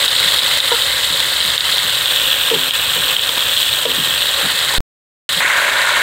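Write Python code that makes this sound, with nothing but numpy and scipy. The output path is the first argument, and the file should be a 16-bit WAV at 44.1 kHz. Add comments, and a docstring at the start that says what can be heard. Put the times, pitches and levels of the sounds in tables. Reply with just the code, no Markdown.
"""Minced ginger sizzles in hot oil in a wok, close to a phone: steam bubbles burst by the thousand.
Over a faint burner rumble come sharp pops, from water drops and the spatula tip; the loudest make
the phone's limiter duck. The wok bumps on its stand; the wooden spatula stirs, knocks and judders.
The sound cuts out with a thump for half a second and returns with wet meat sputtering in the pan."""
import sys
import numpy as np
from scipy import signal
from scipy.fft import rfft, irfft
from scipy.io import wavfile
from scipy.ndimage import uniform_filter1d, minimum_filter1d, map_coordinates

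SR = 44100
rng = np.random.default_rng(int(sys.argv[2]) if len(sys.argv) > 2 else 0)


def waveform_to_disk(signal):
    """Save audio, clipped to [-1, 1], as 16-bit WAV at the path in sys.argv[1]."""
    frames = np.transpose(np.atleast_2d(signal))
    scaled = np.clip(frames, -1, 1) * 32767
    samples = np.round(scaled).astype(np.int16)
    wavfile.write(sys.argv[1], SR, samples)


N = 265746
TIME_S = np.arange(N) / SR
STALL_S, SILENT_FROM_S, SILENT_TO_S, MEAT_S = 4.782, 4.805, 5.291, 5.402


def amp(db):
    """Decibels to gain."""
    return 10 ** (np.asarray(db) / 20)


def unit(x):
    """Scale to rms 1."""
    return x / np.sqrt(np.mean(x ** 2) + 1e-20)


def wobble(rate_hz):
    """Smooth random curve, rate_hz knots a second."""
    return map_coordinates(rng.standard_normal(int(N * rate_hz / SR) + 4), [TIME_S * rate_hz])


def add(track, at_s, sound):
    """Mix a sound into the track."""
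    part = track[round(at_s * SR):][:len(sound)]
    part += sound[:len(part)]


def coloured(x, points, peaks=(), size=4096):
    """Minimum-phase filter from (Hz, dB) points and (Hz, width Hz, dB) peaks; output at rms 1."""
    hz, db = np.transpose(points)
    bins_hz = np.fft.rfftfreq(size, 1 / SR)
    shape_db = np.interp(np.log(bins_hz + 1), np.log(hz), db)
    shape_db += sum(rise / (1 + (2 * (bins_hz - centre) / width) ** 2) for centre, width, rise in peaks)
    cepstrum = irfft(np.log(amp(shape_db)))
    cepstrum[1:size // 2] *= 2
    cepstrum[size // 2 + 1:] = 0
    impulse = irfft(np.exp(rfft(cepstrum)))
    return unit(signal.fftconvolve(x, impulse)[:N])


def meat_share(fade_s=.0028):
    """Ramp from 0 to 1 as the meat goes in."""
    return np.clip((TIME_S - MEAT_S) / fade_s, 0, 1)


def ginger_to_meat(ginger, meat):
    """Equal-power crossfade as the meat goes in."""
    share = meat_share(fade_s=.0064)
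    return ginger * np.sqrt(1 - share) + meat * np.sqrt(share)


# Phone path over the pan: (time [s], place [0 = first, 1 = later])
PHONE_PATH = [(0, 0.13), (1.7, 0.1), (2.25, 0.85), (4.1, 0.61), (4.7, 0)]

def phone_place(at_s):
    """Phone position, 0 to 1."""
    return np.interp(at_s, *np.transpose(PHONE_PATH))


def bubbles(low_hz, high_hz, cycles, spread_db, hiss, count, size=128):
    """Bursting bubbles, each a tiny damped sine, over the hiss of those too small to tell apart."""
    when, pitch, strength, life, side = rng.random((count, 5)).T
    hz = low_hz + pitch * (high_hz - low_hz)
    height = np.sign(side - .5) * amp(spread_db * np.minimum(-np.log(1 - strength), 4))
    turns = hz[:, None] * np.arange(size) / SR
    decay = np.exp(-turns / (cycles * (.5 + life[:, None])))
    grains = height[:, None] * np.sin(2 * np.pi * turns) * decay
    index = (when * N).astype(int)[:, None] + np.arange(size)
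    bursts = np.bincount(index.ravel(), grains.ravel(), N)[:N]
    return unit(bursts) + hiss * rng.standard_normal(N)


def oil_snaps(spread_db, count):
    """Oil films tear: sharp broadband clicks."""
    when, strength = rng.random((count, 2)).T
    height = amp(spread_db * np.minimum(-np.log(1 - strength), 5))
    return unit(np.bincount((when * N).astype(int), height * rng.choice([-1, 1], count), N))


# Spatula strokes: (peak time [s], crackle change [dB], sputter change [dB])
STROKES = [(0.0, 2.5, 2), (0.27, 1.5, 2.5), (0.55, 0, 0.5), (1.08, -0.6, -1), (2.15, 1.5, 0.5),
           (3.08, 1, 1), (3.6, 2, -2.5), (4.42, 0, 2.5), (4.75, -0.5, 1.5)]

def stirring_db(rise_s=.07, fade_s=.15):
    """Stirring briefly swells or dips the sizzle and the wet sputter."""
    stir_db, wet_db = np.zeros(N), np.zeros(N)
    for at_s, crackle_db, sputter_db in STROKES:
        t = TIME_S - at_s
        stroke = np.exp(-np.where(t < 0, (t / rise_s) ** 2, t / fade_s))
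        stir_db += crackle_db * stroke
        wet_db += sputter_db * stroke
    return stir_db, wet_db


# Crackle spectra at the phone's first and later place: (frequency [Hz], level [dB])
CRACKLE_FIRST_EQ = [(1180, -18.5), (2000, 5.5), (2190, 2), (2390, -7), (2860, 3.5), (3050, 10),
                    (3930, 13.5), (5520, -6), (6000, -19), (7800, -82), (13200, -120)]
CRACKLE_LATER_EQ = [(1180, -26.5), (2000, -31.5), (2160, -15), (2810, -3), (3320, 2), (3860, -2),
                    (5060, -20.5), (6000, -47), (7800, -56.5), (13200, -120)]

def crackle(snaps, stir_db, drying_db_per_s=.24, quench_db=-5.5, reheat_db_per_s=4.5):
    """Small bubbles burst: waning as the ginger dries, quenched by cold meat, rising as the oil reheats."""
    small = bubbles(1800, 6200, cycles=2.5, spread_db=2.6, hiss=.9, count=12000) + .42 * snaps
    place = phone_place(TIME_S)
    heard = (1 - place) * coloured(small, CRACKLE_FIRST_EQ) + place * coloured(small, CRACKLE_LATER_EQ)
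    meat_db = meat_share() * (quench_db + reheat_db_per_s * (TIME_S - MEAT_S))
    return amp(-16 + stir_db - drying_db_per_s * TIME_S + meat_db) * heard


# Dip in the fizz: (time [s], centre [Hz])
DIP_PATH = [(0, 11600), (1, 11000), (2, 10500), (2.4, 10000), (4.1, 9600), (4.7, 11500)]

def treble_dip(x, width_hz=500, depth_db=-2.5):
    """A narrow dip glides as the phone moves."""
    hz, t, spectrum = signal.stft(x, SR, nperseg=512)
    offset = (hz[:, None] - np.interp(t, *np.transpose(DIP_PATH))) / width_hz
    gain = amp(depth_db * np.exp(-offset ** 2))
    return signal.istft(spectrum * gain, SR, nperseg=512)[1][:N]


# Fizz spectra at the first place, at the later place and with meat: (frequency [Hz], level [dB])
FIZZ_FIRST_EQ = [(3060, -25), (5200, -8), (5980, -8), (7950, 1.5), (9440, -2.5), (10900, -7), (12200, -5.5),
                 (14300, -4.5), (15300, -9)]
FIZZ_LATER_EQ = [(3060, -38.5), (5200, -2), (6340, -9), (8280, 2), (10100, -10), (11300, -4.5),
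                 (12200, -6.5), (13700, 1.5), (15300, -4.5)]
FIZZ_MEAT_EQ = [(3060, -27), (5200, -6), (6430, -1.5), (8090, 2), (10400, -6.5), (11600, -5.5),
                (15300, -7.5)]

def fizz(snaps, stir_db, later_place_db=1, quench_db=-2.5):
    """The finest bubbles hiss in the treble; cold meat quenches them."""
    fine = bubbles(6100, 16000, cycles=2, spread_db=.5, hiss=.99, count=16000, size=48) + .78 * snaps
    place = phone_place(TIME_S)
    ginger = (1 - place) * coloured(fine, FIZZ_FIRST_EQ) + place * coloured(fine, FIZZ_LATER_EQ)
    level_db = -24.5 + .82 * stir_db + later_place_db * place + quench_db * meat_share()
    return amp(level_db) * ginger_to_meat(treble_dip(ginger), coloured(fine, FIZZ_MEAT_EQ))


# Sputter spectra of ginger and meat: (frequency [Hz], level [dB])
SPUTTER_GINGER_EQ = [(160, -41.5), (280, -16), (344, -22.5), (499, -6), (538, -2), (673, -10), (986, -3.5),
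                     (1880, 0.5), (2370, -5.5), (2600, 2), (3380, -24.5), (5720, -120)]
SPUTTER_MEAT_EQ = [(160, -29.5), (280, -23.5), (504, -11.5), (566, -2), (752, -9.5), (989, 1), (1180, -3),
                   (1430, 3.5), (1890, 3.5), (2900, -1), (3770, -14), (6380, -120)]
# Standing waves in the bowl: (frequency [Hz], width [Hz], gain [dB])
BOWL_MODES = [(566.3, 15, 0), (838, 50, -2.5), (1085, 19, 3.5), (1453, 110, 2.5), (1623, 50, 5.5),
              (1819, 26, 8.5), (1924, 13, -4.5), (2224, 40, 5.5)]

def sputter(snaps, wet_db, meat_db=9):
    """Wet pieces sputter low and resonate in the bowl, meat louder than ginger."""
    wet = bubbles(200, 3300, cycles=.64, spread_db=2, hiss=1.8, count=11000) + .52 * snaps
    ginger = coloured(wet, SPUTTER_GINGER_EQ, BOWL_MODES)
    meat = coloured(wet, SPUTTER_MEAT_EQ, BOWL_MODES)
    return amp(-24.5 + wet_db + meat_db * meat_share()) * ginger_to_meat(ginger, meat)


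def sizzle():
    """Crackle, fizz and sputter share their snaps and surges, which ties them into one fry."""
    stir_db, wet_db = stirring_db()
    snaps = oil_snaps(spread_db=1, count=3000)
    fry = crackle(snaps, stir_db) + fizz(snaps, stir_db) + sputter(snaps, wet_db)
    surge_db = .7 * wobble(70) + .5 * wobble(250)
    return amp(surge_db) * fry


# Burner spectrum: (frequency [Hz], level [dB])
BURNER_EQ = [(18, -66.5), (30, -20.5), (42, -31.5), (65, 8), (92, 0), (123, 6), (225, -6), (400, -2.5),
             (520, -27.5), (880, -120)]

def burner():
    """The burner rumbles, fainter once the meat is in."""
    level_db = np.where(TIME_S < MEAT_S, -41, -44)
    return amp(level_db) * coloured(rng.standard_normal(N), BURNER_EQ)


# Loudest sharp pops, from bursting water drops and spatula-tip ticks: (time [s], level [dB])
LOUD_POPS = [(0.0802, 2.5), (0.386, 1), (0.6027, 3.5), (0.917, -6), (1.202, 1), (1.579, 5), (1.782, 1),
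             (2.058, 0), (2.501, 3.5), (2.7088, 3.5), (3.166, 4.5), (3.2924, 1), (3.856, 1)]

def pops(first_place_hz=3780, later_place_hz=3080, lesser_count=18, twice_above_db=4.3):
    """A crack and a brief ring: a drop bursts and rings its cavity in the oil, or the tip ticks."""
    out, t = np.zeros(N), np.arange(SR // 50) / SR
    lesser = [(rng.uniform(0, STALL_S), rng.normal(-9, 3)) for _ in range(lesser_count)]
    repeats = [(at_s + .028, db - 2) for at_s, db in LOUD_POPS if db > twice_above_db]
    for at_s, db in [*LOUD_POPS, *lesser, *repeats]:
        hz = first_place_hz + phone_place(at_s) * (later_place_hz - first_place_hz)
        hz *= rng.normal(1, .04)
        ring = np.sin(2 * np.pi * hz * t) * (1 - np.exp(-t / .0002)) * np.exp(-t / .001)
        crack = .12 * rng.standard_normal(len(t)) * np.exp(-t / .00056)
        add(out, at_s, amp(db) * (ring / np.abs(ring).max() + crack))
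    return out


# Wok bumps on the stand: (time [s], level [dB])
STAND_BUMPS = [(0.232, -36), (1.1, -35), (1.44, -37), (1.835, -39), (2.55, -35), (2.963, -35), (3.975, -26),
               (4.425, -26.5), (5.362, -34)]

def wok_bumps(rise_s=.016, settle_s=.087, settle_db=-13):
    """The wok rocks on its stand with a dull bump, then settles back more softly."""
    envelope, t = np.zeros(N), np.arange(SR // 3) / SR
    bump = t / rise_s * np.exp(1 - t / rise_s)
    for at_s, db in STAND_BUMPS:
        add(envelope, at_s, amp(db) * bump)
        add(envelope, at_s + settle_s, amp(db + settle_db) * bump)
    stand_eq = [(40, -44), (100, -24.5), (160, -7), (250, -14.5), (380, -19.5), (900, -57)]
    return envelope * coloured(rng.standard_normal(N), stand_eq)


# Spatula blows: (time [s], level [dB], weight [0 = tip, 1 = whole blade])
BLOWS = [(0.479, -20, .2), (0.572, -12.5, .12), (0.717, -19, .5), (1.204, -14.5, .1), (1.772, -15.5, .1),
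         (2.514, -16, 1), (2.961, -26, .9), (3.292, -14, .12), (3.376, -17, .15), (3.853, -13.5, .8),
         (4.738, -12.5, .15)]
# Wok modes: (frequency [Hz], level [dB], t60 at weight 1 [s])
WOK_MODES = [(163, -10, 0.34), (263, -13.5, 0.77), (334, -20, 0.25), (377, -6, 0.38), (456, 3.5, 0.22),
             (510, 4.5, 0.13), (970, 1, 0.23), (1035, -11, 0.13), (1287, -9.5, 0.21), (1680, -23.5, 0.17)]

def spatula_knocks(tip_db_per_oct=11, blade_db_per_oct=-7, scuff_t60_s=.04, click_decay_s=.0015):
    """Wood strikes steel: the tip ticks briefly in the upper modes, the blade rings low and long."""
    out, t = np.zeros(N), np.arange(SR // 2) / SR
    scuff_band = signal.butter(2, [500, 4000], "band", fs=SR)
    for at_s, db, weight in BLOWS:
        tilt_db_per_oct = tip_db_per_oct + weight * (blade_db_per_oct - tip_db_per_oct)
        ring = np.zeros(len(t))
        for hz, mode_db, t60_s in WOK_MODES:
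            start_db = mode_db + rng.normal(0, 1) + tilt_db_per_oct * np.log2(hz / 470)
            decay = amp(start_db - 60 * t / (t60_s * weight))
            attack = 1 - np.exp(-t * (hz / 470) ** 4 / .00072)  # low modes swell late
            ring += attack * decay * np.sin(2 * np.pi * (hz * t + rng.random()))
        scuff = signal.lfilter(*scuff_band, rng.standard_normal(len(t))) * amp(-60 * t / scuff_t60_s)
        click = (1 - weight) * rng.standard_normal(len(t)) * np.exp(-t / click_decay_s)
        add(out, at_s, amp(db - 4) * (np.sqrt(weight) * ring + 3 * scuff) + amp(db) * click)
    return out


# Tip drags: (time [s], length [s], start [Hz], end [Hz], level [dB], step per overtone [dB])
TIP_DRAGS = [(0.716, .042, 490, 470, -14.5, -3), (2.513, .06, 495, 390, -17.5, -10),
             (3.853, .014, 560, 530, -10.5, -22)]

def spatula_judders(harmonics=3):
    """The dragged tip sticks and slips, slower as it comes to rest: a short, rough honk."""
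    out = np.zeros(N)
    for at_s, length_s, start_hz, end_hz, db, overtone_db in TIP_DRAGS:
        progress = np.linspace(0, 1, int(length_s * SR))
        jitter = 1 + .051 * wobble(220)[:len(progress)]
        slip_hz = (start_hz + (end_hz - start_hz) * progress) * jitter
        turns = np.cumsum(slip_hz) / SR
        tone = sum(amp(overtone_db * k) * np.sin(2 * np.pi * (k + 1) * turns) for k in range(harmonics))
        envelope = np.interp(progress, [0, .06, .85, 1], [0, 1, .45, 0])
        add(out, at_s, amp(db) * tone * envelope)
    return out


def steam():
    """The first steam off the wet meat gushes out in one bright burst."""
    froth = bubbles(1230, 2800, cycles=1.7, spread_db=2.5, hiss=.71, count=5000)
    swell = np.interp(TIME_S - MEAT_S, [0, .005, .11, .17], [0, 1, 1, 0])
    steam_eq = [(1000, -30), (1600, -13), (1950, 3), (2250, -1), (2700, -38)]
    return amp(-16.5) * swell * coloured(froth, steam_eq)


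def scene():
    """Everything at the stove, mono."""
    frying = sizzle() + steam() + pops()
    return (frying + spatula_knocks() + spatula_judders() + wok_bumps() + burner())[None]


def limiter(x, ceiling_db, ahead_s, hold_s):
    """The gain drops just before a peak, holds and recovers."""
    needed_gain = np.minimum(1, amp(ceiling_db) / (np.abs(x) + 1e-9))
    lead, span = int(ahead_s * SR), int((ahead_s + hold_s) * SR)
    held_gain = minimum_filter1d(needed_gain, span, origin=(span - 1) // 2 - lead)
    return x * uniform_filter1d(held_gain, lead)


def record(dry):
    """The phone limits peaks and cuts top treble; it stalls on one value (a thump), mutes and returns."""
    limited = limiter(dry, ceiling_db=-.5, ahead_s=.014, hold_s=.028)
    live = limited * ((TIME_S < STALL_S) | (TIME_S > SILENT_TO_S))
    thump = amp(-11) * ((TIME_S >= STALL_S) & (TIME_S < SILENT_FROM_S))
    lowpass = signal.ellip(10, .1, 90, 15700, fs=SR, output="sos")
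    return signal.sosfilt(lowpass, live + thump)


dry = scene()
out = record(dry)
waveform_to_disk(out)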